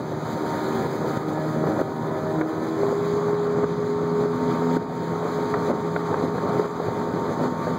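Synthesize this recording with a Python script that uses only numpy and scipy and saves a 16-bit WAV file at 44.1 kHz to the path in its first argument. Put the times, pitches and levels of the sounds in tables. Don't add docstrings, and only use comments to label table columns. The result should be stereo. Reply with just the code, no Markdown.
import sys
import numpy as np
from scipy import signal
from scipy.fft import rfft, irfft, next_fast_len
from scipy.io import wavfile
from scipy.ndimage import uniform_filter1d, minimum_filter1d, map_coordinates

SR = 44100
rng = np.random.default_rng(int(sys.argv[2]) if len(sys.argv) > 2 else 0)


def to_wav(s):
    ch = np.atleast_2d(s).T
    pcm = np.round(np.clip(ch, -1, 1) * 32767)
    wavfile.write(sys.argv[1], SR, pcm.astype(np.int16))


def ratio(d):
    e = np.asarray(d, float) / 20
    return 10 ** e


N = 343098
PORT_DELAY = 16


def unit(x):
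    return x / np.sqrt(np.mean(x ** 2, axis=-1, keepdims=True) + 1e-20)


def curves(rows):
    s, *cols = np.transpose(rows)
    return [np.interp(np.arange(N) / SR, s, c) for c in cols]


def wobble(rate):
    knots = rng.standard_normal(int(N * rate / SR) + 4)
    return map_coordinates(knots, [np.arange(N) * rate / SR])


def filtered(x, response):
    m = next_fast_len(N + 8192)
    return irfft(rfft(x, m) * response(np.fft.rfftfreq(m, 1 / SR)), m)[..., :N]


def coloured(x, spectrum):
    f, db = np.transpose(spectrum)
    return filtered(x, lambda hz: ratio(np.interp(np.log(hz + 1), np.log(f), db, left=-120)))


def patchy(patchy_db):
    z = signal.stft(rng.standard_normal(N), nperseg=512)[2]
    field = uniform_filter1d(rng.standard_normal(z.shape), size=6, axis=0)
    field = uniform_filter1d(field, size=8, axis=1)
    return signal.istft(z * ratio(patchy_db * field / field.std()), nperseg=512)[1][:N]


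def spray():
    # t/s, swell/dB, brightness above 9 kHz/dB
    air = [(0, 3.5, 1), (.75, 3, 2.5), (1.3, 1.5, 2.5), (2.5, 0, 2.5), (3.5, 0, -3), (5, -1, -0.5),
           (5.5, 0.5, -1), (6.2, -0.5, -1), (7.78, -1, 0)]
    # f/Hz, relative level/dB
    hiss_spectra = [
        [(700, -2), (1500, 3), (2300, 3), (3300, -3.5), (4800, -5), (6200, -7), (7600, -12.5), (9000, -17.5),
         (10500, -22), (12000, -22), (14000, -18), (15700, -22)],
        [(700, -20), (1500, 1), (2300, -10.5), (3300, -8.5), (4800, -17), (6200, -23.5), (7600, -14),
         (9000, -26.5), (10500, -21), (12000, -21), (14000, -24.5), (15700, -18)],
    ]
    swell_db, air_db = curves(air)
    hiss = np.array([coloured(patchy(patchy_db=1.47), spectrum) for spectrum in hiss_spectra])
    fine = filtered(hiss, lambda hz: 1 / (1 + (9000 / (hz + 1)) ** 8))
    swell_db = swell_db + 0.98 * wobble(3.7) + 0.9 * wobble(16) + 0.7 * wobble(45)
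    brightened = hiss + (ratio(air_db) - 1) * fine
    return ratio(-37.5 + swell_db) * brightened / hiss[0].std()


def wind():
    # t/s, level/dB
    gusts = [(0, -10), (.6, -15), (1.05, -12), (1.7, -13.5), (2, -14), (2.7, -15), (2.95, -14),
             (3.5, -15.5), (3.65, -12), (3.85, -15.5), (4.2, -16), (4.55, -14), (4.68, -21.5), (4.8, -10.5),
             (4.93, -15), (5.03, -12), (5.27, -16), (5.37, -14), (5.48, -13), (5.62, -15.5), (5.75, -13),
             (6.1, -14.5), (6.62, -14.5), (6.75, -17.5), (6.9, -11.5), (7.25, -15.5), (7.7, -14)]
    # f/Hz, relative level/dB
    buffet_spectra = [
        [(25, -11), (48, -15), (80, -7.5), (120, 3.5), (200, -1.5), (300, -4), (500, -17.5), (800, -20.5),
         (1500, -38.5), (3000, -49), (6000, -87)],
        [(25, -20), (48, -30.5), (80, -5.5), (120, -0.5), (200, -2), (300, -7), (500, -10), (800, -24),
         (1500, -39), (3000, -48), (6000, -94)],
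    ]
    gust_db = curves(gusts)[0] + 1.32 * wobble(22)
    ports = []
    for spectrum, eddy_db in zip(buffet_spectra, [-27, -24]):
        lumps = wobble(28)
        body = unit(coloured(ratio(1.1 * lumps) * rng.standard_normal(N), spectrum))
        rumble = filtered(ratio(gust_db) * body, lambda hz: 400 ** 2 / (hz ** 2 + 400 ** 2))
        chance = 800 / SR * ratio(4 * lumps + 3 * wobble(60))
        struck = rng.random(N) < chance
        strength_db = np.minimum(2.7 * rng.exponential(size=N), 8) + gust_db
        eddies = coloured(struck * rng.standard_normal(N) * ratio(strength_db), spectrum)
        eddies = filtered(eddies, lambda hz: hz ** 2 / (hz ** 2 + 350 ** 2))
        ports.append(rumble + ratio(eddy_db) * unit(eddies))
    return np.array(ports)


def snaps():
    # t/s, peak level/dB, top f/Hz, port (0 upper, 1 lower)
    snap_rows = [(1.377, -16.5, 1100, 1), (1.638, -16, 1200, 1), (1.791, -20, 2200, 1),
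                 (1.8, -16.5, 1200, 1), (1.814, -17, 1700, 1), (2.412, -10, 2500, 1), (2.418, -12, 1600, 1),
                 (3.642, -21, 2600, 1), (4.768, -18, 1700, 1), (5.539, -8, 2000, 1), (5.702, -23, 2600, 1),
                 (5.706, -17, 1300, 1), (5.729, -14, 1300, 1), (5.746, -17, 1400, 1), (5.961, -10, 2100, 0),
                 (5.964, -22, 3200, 0), (6.125, -14, 1600, 1), (6.141, -10, 2000, 1),
                 (6.656, -18.5, 1000, 0), (7.3, -24, 3300, 0), (7.441, -27, 6000, 0)]
    low_hz, dull_hz = 350, 800
    impulse_db, flap_s = 5, .0045
    t = np.arange(600) / SR
    ports = np.zeros((2, N + SR))
    for (s, db, top_hz, port), noise in zip(snap_rows, rng.standard_normal((len(snap_rows), len(t)))):
        band = np.vstack([signal.butter(N=5, Wn=top_hz, fs=SR, output="sos"),
                          signal.butter(N=1, Wn=dull_hz, fs=SR, output="sos"),
                          signal.butter(N=1, Wn=low_hz, btype="high", fs=SR, output="sos")])
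        impulse = ratio(impulse_db) * (t == 0)
        flapping = noise * np.exp(-(t / flap_s) ** 3)
        click = signal.sosfilt(band, impulse + flapping)
        start = round(s * SR)
        ports[round(np.clip(port, 0, 1)), start:start + len(t)] += ratio(db) * click / np.abs(click).max()
    return ports[:, :N]


def slaps():
    # t/s, thud level before its Gaussian/dB, crack peak level/dB, thud f/Hz,
    # port (0 upper, 1 lower)
    strong = [(0.132, 2, -28, 220, 0), (0.757, 1, -35, 198, 0), (1.048, -4, -26, 330, 1),
              (1.175, 2, -30, 169.6, 0), (1.378, -6, -22, 380, 1), (1.64, -1, -21, 380.3, 1),
              (1.793, 1.5, -20.5, 402.3, 1), (1.816, 5, -22, 317, 1), (2.234, 1, -29, 200, 0),
              (2.411, -1, -20, 352.3, 1), (2.622, -2, -26, 291.2, 1), (2.834, 2, -30.5, 400, 1),
              (2.928, 2.5, -30, 340.1, 1), (3.638, -1, -20, 190, 0), (3.642, -1, -19.5, 300, 1),
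              (3.894, -2, -28, 289.3, 0), (4.259, 0.5, -23, 324.6, 1), (4.592, 0, -29.5, 199.4, 1),
              (4.769, 4, -22, 260.3, 1), (5.542, -8, -9, 362, 1), (5.7, 1, -24, 340, 1),
              (5.706, 1.5, -24, 356, 1), (5.574, -3, -28, 260, 1), (5.622, -4, -23, 261, 1),
              (5.686, -4, -24, 280, 1), (5.739, -3, -21, 320, 1), (5.964, 0, -9, 415.7, 0),
              (6.143, -2, -16.5, 330, 1), (6.24, 3, -32, 209.8, 0), (6.383, -1, -15, 310.2, 1),
              (6.657, -8, -28, 330, 0), (6.885, 1, -20, 339.6, 1), (7.017, 2, -16.5, 249, 0),
              (7.14, 2, -38, 209.7, 1), (7.525, 1.5, -25, 257.6, 1), (7.671, 0, -21.5, 379, 1),
              (7.68, 1, -18, 378.5, 1)]
    light_slaps, light_thud_db, light_crack_db = 30, -5.5, -32
    light_scatter_db, light_hz = 2, (188, 330)
    crack_rise_s, crack_fall_s, crack_hz = .0015, .004, (350, 1350)
    t = np.arange(-400, 1000) / SR
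    ports = np.zeros((2, N + SR))
    edge = signal.butter(3, crack_hz, "bandpass", fs=SR, output="sos")
    when, pitch, side, size = rng.random((light_slaps, 4)).T
    size_db = light_scatter_db * (2 * size - 1)
    light = np.transpose([(when * N - t[0] * SR) / SR, light_thud_db + size_db, light_crack_db + size_db,
                          np.interp(pitch, [0, 1], light_hz), side])
    rows = [*strong, *light]
    shape = np.where(t < 0, np.exp(-(t / crack_rise_s) ** 2), np.exp(-np.abs(t) / crack_fall_s))
    noises = rng.standard_normal((len(rows), len(t)))
    for (s, thud_db, crack_db, thud_hz, port), noise in zip(rows, noises):
        thud = np.exp(-(t * thud_hz / 0.38) ** 2) * np.sin(2 * np.pi * thud_hz * t)
        thud = np.sign(noise[0]) * thud
        crack = shape * signal.sosfilt(edge, noise)
        crack = crack / np.abs(crack).max()
        start = round((s + t[0]) * SR)
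        ports[round(np.clip(port, 0, 1)), start:start + len(t)] += ratio(thud_db) * thud + ratio(crack_db) * crack
    return ports[:, :N]


def engine():
    # t/s, shaft f/Hz, swell of the hull boom on order 5/dB,
    # swell of the hum on order 3/dB, swell of the throb on order 2/dB
    course = [(0, 76.4, 4.5, 3.5, 5.5), (.7, 77.08, -1, -1, -6.5), (1.1, 77.48, -1.5, -3, 1),
              (1.4, 77.56, -1, -1, 6), (1.76, 77.74, 0.5, 0, 0), (2, 78.3, 3, 3.5, 3.5),
              (2.45, 78.74, -1, -2, 1.5), (2.6, 79.48, 4.5, 0, -3.5), (2.76, 80.73, 6.5, -4, -6.5),
              (2.81, 80.65, 13.5, 1, -6), (3.05, 81.64, 11, 0.5, 0.5), (3.2, 82.44, 12, 0, 1),
              (4, 82.96, 13, 4.5, 1), (4.27, 83.14, 11, 6.5, 3.5), (4.36, 83.6, 7, 10, 2),
              (4.75, 83.93, 6, 8.5, 0), (5, 83.85, 5, 6.5, 0.5), (5.6, 83.62, 5.5, 2, -2),
              (6, 83.15, 5, 0, 0), (6.7, 83.24, 4, -3, -2), (7, 83.28, 5, 1, -2),
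              (7.78, 83.23, -4.5, 1, -3)]
    # level at slow speed/dB, at fast speed/dB
    orders = [(-22, -20), (-29, -29), (-29, -38.5), (-28.5, -30), (-42.5, -47), (-39.5, -52), (-34.5, -44),
              (-43, -46.5), (-39.5, -49), (-45.5, -40.5), (-41.5, -53), (-44.5, -43), (-50.5, -42.5),
              (-55, -47.5), (-43.5, -51), (-52.5, -53.5), (-49, -54), (-49, -62), (-58, -62.5), (-62, -61),
              (-49.5, -54.5), (-58, -66), (-57, -62), (-56, -63)]
    # f/Hz, width/Hz, lift/dB
    panels = [(321, 16, 8), (479, 21, 12), (921.4, 13, 6), (1054, 24, 4), (1138, 24, 4), (1734, 23, 6)]
    # f/Hz, relative level/dB
    roar_spectrum = [(120, -36), (250, -4), (400, 2.5), (600, -10), (900, -11.5), (1300, -13),
                     (2000, -36.5), (3000, -35), (5000, -67)]
    slow_hz, fast_hz = 79.4, 82.2
    firing_scatter_db = 6
    shaft_hz, boom_db, hum_db, throb_db = curves(course)
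    turn = 2 * np.pi * np.cumsum(shaft_hz * (1 + 0.00059 * wobble(8))) / SR
    fast = np.clip((shaft_hz - slow_hz) / (fast_hz - slow_hz), 0, 1)
    swells_db = {2: throb_db, 3: hum_db, 5: boom_db}
    waver_db = np.clip(3 - 0.6 * fast - 0.13 * boom_db, 0.3, 5)

    drone = np.zeros(N)
    for k, (slow_db, fast_db) in enumerate(orders, 2):
        lift_db = sum(db / (1 + (2 * (k * shaft_hz - panel_hz) / width) ** 2) for panel_hz, width, db in panels)
        level_db = slow_db + fast * (fast_db - slow_db) + lift_db + swells_db.get(k, 0)
        level_db = level_db + waver_db * wobble(14) + 0.59 * waver_db * wobble(2.54)
        phase = k * turn + (0.14 + 0.01 * k) * wobble(15) + rng.uniform(0, 2 * np.pi)
        drone += np.sqrt(2) * ratio(level_db) * np.sin(phase)

    turns = (turn / (2 * np.pi)).astype(int)
    uneven = ratio(firing_scatter_db * rng.standard_normal(turns[-1] + 1))[turns]
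    puffs = 1 + uneven * 0.4 * (0.5 - 0.5 * np.cos(turn)) ** 1.5
    roar = unit(coloured(puffs * patchy(patchy_db=1.0), roar_spectrum))
    roar = ratio(-28.0 + 1.4 * wobble(9) + 0.79 * wobble(35)) * roar
    lower = drone + roar

    def far_port(hz):
        return ratio(-3.5 * hz / (hz + 600)) * np.exp(-1j * (0.16 + 2 * np.pi * hz * 0.00015))
    return np.array([filtered(lower, far_port), lower])


def scene():
    return spray() + wind() + snaps() + slaps() + engine()


def limited(x):
    ceiling = .97
    needed = np.minimum(1, ceiling / (np.abs(x).max(axis=0) + 1e-9))
    return x * uniform_filter1d(minimum_filter1d(needed, size=400), size=300)


def weaker_silenced(pair):
    # f/Hz, share of full level (0-1)
    silent = [(1400, 0.47), (2750, 0.11), (5500, 0.29), (7000, 0), (8300, 0.35), (9600, 0.67),
              (11000, 0.65), (15000, 0.67)]
    top_hz = 15780

    def audible(hz):
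        half_lag = np.pi * hz * PORT_DELAY / SR
        comb = np.abs([np.sin(half_lag), np.cos(half_lag)])
        edge = np.interp(hz, *np.transpose(silent), left=0)
        return 1 / (1 + (edge / (comb + 1e-6)) ** 10)
    mid_side = np.array([pair[0] + pair[1], pair[0] - pair[1]]) / 2
    mid, side = filtered(mid_side, lambda hz: audible(hz) * (hz < top_hz))
    return np.array([mid + side, mid - side])


def band_limit(x):
    return signal.sosfilt(signal.butter(12, 17080, fs=SR, output="sos"), x)


def record(dry):
    # t/s, depth/dB
    drops = [(0, 12), (0.869, 3.5), (1.179, 4.5), (1.818, 6.5), (2.202, 2), (2.421, 3), (2.929, 2.5),
             (3.353, 3), (3.646, 4.5), (4.261, 2.5), (4.775, 8), (5.72, 5), (6.256, 1.5), (6.663, 4.5),
             (7.065, 1), (7.486, 2.5), (7.53, 1)]
    recover_s = 0.72
    late = np.pad(dry, ((0, 0), (PORT_DELAY, 0)))[:, :N]
    pair = dry - late[::-1]
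    t = np.arange(N) / SR
    drop_db = sum(depth * (t >= s) * np.exp(-np.abs(t - s) / recover_s) for s, depth in drops)
    pair = limited(pair * ratio(-uniform_filter1d(drop_db, size=350)))
    return band_limit(weaker_silenced(pair))


dry = scene()
out = record(dry)
to_wav(out)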